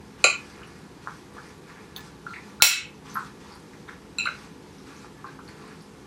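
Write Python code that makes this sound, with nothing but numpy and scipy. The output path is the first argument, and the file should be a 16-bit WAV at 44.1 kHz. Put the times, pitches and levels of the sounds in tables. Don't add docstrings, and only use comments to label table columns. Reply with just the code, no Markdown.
import sys
import numpy as np
from scipy import signal
from scipy.fft import rfft, irfft, next_fast_len
from scipy.io import wavfile
from scipy.ndimage import uniform_filter1d

SR = 44100
rng = np.random.default_rng(int(sys.argv[2]) if len(sys.argv) > 2 else 0)


def field_ratio(decibels):
    return 10 ** (np.asarray(decibels, dtype=float) / 20)


def store_wav(level_fs):
    pcm = np.round(np.clip(np.atleast_2d(level_fs), -1, 1) * 32767)
    wavfile.write(sys.argv[1], SR, pcm.T.astype(np.int16))


N = 267246

# pitch_hz, level_db (per Hz)
HUM_AND_HISS = [(15, -58.5), (30, -26), (53, -7.5), (92, -6), (205, -4), (234, -10), (260, -4.5), (364, -3),
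                (394, -6.5), (628, -19), (859, -14), (1340, -20.5), (3780, -28.5), (12500, -38.5),
                (16200, -74.5), (22000, -120)]
AIR_DB, AIR_TOP_HZ = -46.5, 12500
# pitch_hz, width_hz, lift_db
ROOM_MODES = [(67, 3.3, 6), (159.4, 21, 6.5), (209.2, 7.4, 11), (265.7, 11, 6), (336, 39, -2),
              (431.7, 6.7, 11), (487, 14.6, 9), (863, 29, 4)]
# delay_s, level_db
WALL_ECHOES = [(.0058, -8), (.0095, -14), (0.0143, -13), (0.0178, -14), (.0215, -14), (.030, -18),
               (.043, -17)]
# pitch_hz, t60_s (time to fall 60 dB)
KITCHEN_DECAY = [(300, .2), (700, 0.24), (1400, 0.27), (2600, .3), (5000, 0.23), (7500, 0.23), (9000, 0.19),
                 (16000, 0.13)]

# start_s, length_s, slop_db, crackle_over_slop_db
STROKES = [(0.197, .3, -48, -6), (0.498, 0.22, -50.5, -9), (0.76, 0.12, -61, -6), (1.03, 0.16, -52.5, -4.5),
           (1.346, 0.16, -51.5, -5.5), (1.67, 0.17, -51, -8.5), (1.964, 0.1, -47.5, -6.5),
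           (2.274, 0.23, -51.5, -6.5), (3.058, 0.21, -48, -4), (3.412, 0.14, -51.5, -6.5),
           (3.62, .18, -65, 0), (3.887, 0.04, -46.5, -13), (4.183, 0.26, -48, -5.5),
           (4.617, 0.22, -60.5, -1.5), (4.874, .17, -49.5, -5.5), (5.27, 0.068, -51.5, -10),
           (5.48, 0.26, -51, -7.5), (5.817, .12, -73.5, 10)]
BITE_S, SETTLE_S = 0.014, 0.05
# crackle_db, slop_db
SLUMP_DB = (-61, -59)
# pitch_hz, level_db (per Hz)
SLOP_TONE = [(500, -49.5), (800, 6.5), (1200, 6.5), (1900, 3.5), (2700, -2.5), (4000, -39.5), (13000, -98)]
# pitch_hz, level_db (per Hz)
CRACKLE_TONE = [(2000, -44), (3000, -5), (5000, -1.5), (8000, -8.5), (11000, -16.5), (13100, -22),
                (13450, -80.5)]
# start_s, peak_db, pitch_hz
SNAPS = [(0.6729, -47, 9810), (0.7894, -51, 9100), (1.1694, -51, 9990), (1.2694, -61, 7900),
         (1.3369, -51, 9570), (1.4671, -49, 8460), (1.5794, -55, 10500), (1.6694, -56, 7830),
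         (1.8394, -53, 8040), (2.1294, -63, 8100), (3.5523, -49, 10400), (3.6, -51, 8740),
         (3.7294, -59, 7550), (4.4478, -50, 7800), (5.4869, -49.5, 10100), (5.5827, -55, 7910),
         (5.6776, -49, 8240), (5.8222, -46, 9900)]
SNAP_T60_S = 0.008

# start_s, peak_db, pitch_hz, t60_s
TICKS = [(2.2923, -45, 4200, 0.012), (2.3296, -51, 4070, 0.014), (2.3456, -38, 4150, 0.0044),
         (3.0678, -41, 3200, 0.0098), (3.0991, -39, 6140, 0.013), (3.472, -44, 4160, 0.0067),
         (3.5208, -42.5, 4700, 0.014), (3.8831, -41.5, 3680, 0.012), (4.784, -44, 5540, 0.011),
         (4.9647, -44, 5960, 0.008), (5.2672, -43, 4350, 0.011), (5.4782, -40, 4240, 0.0088),
         (5.8083, -45.5, 5000, 0.014)]
# start_s, peak_db, pitch_hz, t60_s
SPOON_RINGS = [(1.963, -40, 15300, .03), (1.97, -40, 14600, 0.036), (1.963, -42.5, 10850, 0.016),
               (1.964, -40, 6400, 0.018), (1.9627, -26.5, 3630, 0.0051), (1.963, -33.5, 4260, 0.011),
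               (3.144, -38, 11700, 0.035), (3.148, -46, 10400, 0.03), (3.15, -62, 15300, .02),
               (4.186, -45, 10800, 0.02), (4.257, -44, 10200, .015)]
# start_s, peak_db, pitch_hz, t60_s
KNOCKS = [(0.616, -35, 1250, 0.021), (0.63, -39.5, 2610, .04), (1.068, -42, 973, 0.076),
          (1.073, -17, 1275, 0.011), (1.367, -35, 976, 0.026), (1.38, -32, 1410, 0.051),
          (1.457, -39, 1830, 0.022), (1.699, -37, 1830, 0.022), (1.762, -44, 1570, 0.03),
          (1.969, -39, 1000, 0.031), (2.335, -32, 2195, 0.034), (2.36, -30.5, 2028, 0.045),
          (3.155, -21.5, 1363, 0.038), (3.17, -18, 1317, 0.03), (3.198, -33, 1358, 0.058),
          (3.507, -39.5, 1060, 0.036), (3.734, -39, 1890, 0.02), (3.887, -31, 1710, 0.026),
          (4.891, -49, 1010, 0.015), (5.045, -34, 1100, 0.016), (5.243, -27.5, 1225, 0.031),
          (5.39, -32.5, 1226, 0.027), (5.488, -38, 1920, 0.022), (5.638, -38, 950, 0.034)]
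# start_s, peak_db, pitch_hz, t60_s
BOARD_BUMPS = [
    (0.2415, -17, 713, 0.05),
    (0.245, -11.5, 539, 0.027),
    (2.622, -4.5, 912, 0.011),
    (2.623, -20, 542, 0.037),
    (4.27, -40.5, 626, 0.098),
]
# start_s, peak_db, pitch_hz, t60_s
GRAZES = [(5.283, -35.5, 1600, 0.1), (2.2655, -21.5, 1410, 0.028), (2.305, -29, 1353, 0.071),
          (2.6005, -26, 1410, 0.027), (2.6075, -23, 1410, 0.065), (2.608, -31.5, 3975, 0.045),
          (4.198, -14, 2620, 0.11), (4.217, -26, 2530, 0.036), (4.2375, -23, 2560, 0.037),
          (4.2545, -19, 4050, 0.062), (4.256, -17.5, 2640, 0.027), (4.257, -39, 7340, 0.024),
          (4.257, -17, 1310, 0.016), (4.263, -21.5, 1460, 0.025), (4.271, -14, 1484, 0.035),
          (4.269, -21.5, 2150, 0.046), (4.273, -23, 2490, 0.03), (4.286, -25, 2670, 0.023),
          (4.287, -27, 1360, 0.02)]

# start_s, level_db, contact_s, room_db, linger (factor on the #
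CLINKS = [
    (0.2408, -8.5, 0.0015, -3, .9),
    (2.6217, -2.5, 0.00051, -1.5, 1.25),
    (4.1845, -21, 0.0017, -4, .8),
]
# pitch_hz, t60_s, low_wall_db, lip_db, handle_side_db
BOWL_MODES = [(1147, 0.071, -9, -18, -40), (1410, 0.058, -7.5, -11, -12.5), (2000, 0.066, -13.5, -12, -41),
              (2224, 0.021, 2, 3.5, -33), (2497, 0.021, 12.5, -10.5, -20), (2618, 0.03, 0, 3, 5),
              (2783, 0.01, 6, 8, -6), (2974, 0.028, -2, -8.5, -27), (4037, 0.029, 0.5, 2.5, 8.5),
              (4237, 0.014, 7.5, 7, -1), (4800, 0.012, 0.5, 0.5, -34), (5640, 0.03, -15, 2, -16.5),
              (6250, 0.016, -6.5, -22.5, -40), (6720, 0.017, 0.5, -1, -25), (7240, 0.029, -15, -1, -9),
              (7340, 0.015, 6.5, 0, 6.5), (8550, 0.02, -8.5, -17.5, -20), (9650, 0.034, -17, -8.5, -24),
              (10150, 0.028, -17, -9, -34), (12000, 0.012, -35, -16.5, -22.5),
              (14000, 0.03, -55, -21.5, -44), (15300, 0.037, -39, -30, -60)]
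# start_s, level_db, lowest_hz, brightness_db (per octave)
EDGE_CRACKS = [
    (0.24, -25, 5700, -28),
    (2.622, -5.5, 1011, 2),
]

# start_s, peak_db, width_s
THUMP = (2.623, -26, 0.0008)
TOP_HZ = 15800


def unit(x):
    return x / np.sqrt(np.mean(x ** 2) + 1e-20)


def along(points, hz):
    f, v = np.transpose(points)
    return np.interp(np.log(hz + 1), np.log(f + 1), v)


def coloured(x, gain_db):
    m = next_fast_len(len(x) + 8192)
    gain = field_ratio(gain_db(np.fft.rfftfreq(m, 1 / SR)))
    return irfft(rfft(x, m) * gain, m)[:len(x)]


def patchy(x, depth_db):
    z = signal.stft(x, nperseg=512)[2]
    field = uniform_filter1d(rng.standard_normal(z.shape), size=9, axis=0)
    field = uniform_filter1d(field, size=8, axis=1)
    return signal.istft(z * field_ratio(depth_db * unit(field)), nperseg=512)[1][:N]


def ring(hz, t60, t, attack):
    return np.sin(2 * np.pi * hz * t) * field_ratio(-60 * t / t60) * (1 - np.exp(-(t / attack) ** 2))


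def add(track, s, sound):
    part = track[round(s * SR):][:len(sound)]
    part += sound[:len(part)]


def room_air():
    def tone(hz):
        lift = sum(db / (1 + ((hz - centre) / width * 2) ** 2) for centre, width, db in ROOM_MODES)
        edge = -60 * np.clip((hz - AIR_TOP_HZ) / 400, 0, 1)
        return along(HUM_AND_HISS, hz) + lift + edge

    return field_ratio(AIR_DB) * unit(coloured(rng.standard_normal(N), tone))


def kitchen(blow, wet_db, linger=0.79):
    hz, t, z = signal.stft(rng.standard_normal(SR // 2), SR, nperseg=256)
    age = t / (linger * along(KITCHEN_DECAY, hz)[:, None])
    tail = signal.istft(z * field_ratio(-60 * age ** 1.7), SR, nperseg=256)[1][:SR // 2]
    tail = tail * (1 - np.exp(-np.arange(len(tail)) / SR / 0.0031))
    answer = field_ratio(wet_db) * tail / np.linalg.norm(tail)
    answer[0] = 1
    for delay, db in WALL_ECHOES:
        answer[round(delay * SR)] += field_ratio(db)
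    return signal.fftconvolve(blow, answer)


def strokes():
    s, length, slop_db, crackle_db = np.transpose(STROKES)[:, :, None]
    age = np.arange(0, N, 64) / SR - s
    bite = np.minimum(age, 0) / BITE_S
    settle = np.maximum(age - length, 0) / SETTLE_S
    shape = np.exp(bite - settle)
    strengths = []
    for rest, db in zip(SLUMP_DB, (slop_db + crackle_db, slop_db)):
        power = field_ratio(2 * rest) + (shape ** 2 * field_ratio(2 * db)).sum(0)
        strengths.append(np.sqrt(np.repeat(power, 64)[:N]))
    return strengths


def stirring():
    out = np.zeros(N)
    for strength, tone, pops_per_s in zip(strokes(), (CRACKLE_TONE, SLOP_TONE), (1200, 600)):
        draw = rng.random((2, N))
        size = field_ratio(-2.5 * np.log(draw[1] + 1e-3))
        pops = (draw[0] < pops_per_s / SR) * size * rng.choice([-1, 1], N)
        wet = coloured(kitchen(pops, wet_db=2.0)[:N], lambda hz: along(tone, hz))
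        out += strength * field_ratio(-2.5) * unit(patchy(wet, depth_db=1.5))
    return out


def taps(table, spread, lift_db, wet_db, count=3):
    track, t = np.zeros(N), np.arange(SR // 10) / SR
    for s, db, hz, t60 in table:
        places = np.linspace(-1, 1, count) + rng.uniform(-0.74, 1, count) / count
        attack = 0.0003 + 1.8 / hz
        blow = sum(field_ratio(-7 * p ** 2) * ring(hz * (1 + spread * p), t60, t, attack) for p in places)
        blow = blow / np.max(np.abs(blow))
        add(track, s, kitchen(field_ratio(db + lift_db) * blow, wet_db))
    return track


def edge_cracks():
    track, t = np.zeros(N), np.arange(SR // 6) / SR
    for s, db, low_hz, slope in EDGE_CRACKS:
        def tone(hz):
            return slope * np.log2(np.maximum(hz / low_hz, 1)) - 40 * (hz < low_hz)

        burst = coloured(rng.standard_normal(len(t)) * field_ratio(-60 * t / 0.012), tone)
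        add(track, s, kitchen(field_ratio(db) * burst, wet_db=5.0, linger=1.3))
    return track


def clinks():
    track, t = np.zeros(N), np.arange(SR // 6) / SR
    for spot, (s, db, contact, wet_db, linger) in enumerate(CLINKS):
        blow = sum(field_ratio(levels[spot]) * ring(hz, t60, t, contact) for hz, t60, *levels in BOWL_MODES)
        add(track, s, kitchen(field_ratio(db) * blow, wet_db, linger))
    return track


def scene():
    snaps = [(*snap, SNAP_T60_S) for snap in SNAPS]
    bright = taps(snaps, spread=0.14, lift_db=0.0, wet_db=-8, count=5)
    bright += taps(TICKS, spread=0.077, lift_db=-2.0, wet_db=0.0)
    bright += taps(SPOON_RINGS, spread=0.025, lift_db=2.5, wet_db=-22.0)
    dull = taps(KNOCKS, spread=0.2065, lift_db=-1.0, wet_db=-6.5, count=7)
    dull += taps(BOARD_BUMPS, spread=0.19, lift_db=-2.5, wet_db=-9.5, count=5)
    glass = taps(GRAZES, spread=0.027, lift_db=-3.5, wet_db=-8.5)
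    glass += edge_cracks() + clinks()
    return (room_air() + stirring() + bright + dull + glass)[None]


def top_cut(x):
    return signal.sosfilt(signal.butter(12, 21850, fs=SR, output="sos"), x)


def record(dry):
    t = np.arange(N) / SR
    overload = np.maximum(np.abs(dry[0]) - 1, 0)
    recent = t[:SR // 2]
    response = np.exp(-recent / 0.07) * (1 - np.exp(-recent / 0.003))
    memory = signal.fftconvolve(overload, response)[:N]
    ducked = dry[0] * field_ratio(-8 * np.tanh(memory / 9))
    s, db, width = THUMP
    thump = field_ratio(db) * np.exp(-((t - s) / width) ** 2)
    clipped = np.clip(ducked + thump, -0.99, 0.99)
    mix = coloured(clipped, lambda hz: -45 * np.clip((hz - TOP_HZ) / 300, 0, 1))[None]
    return top_cut(mix)


dry = scene()
out = record(dry)
store_wav(out)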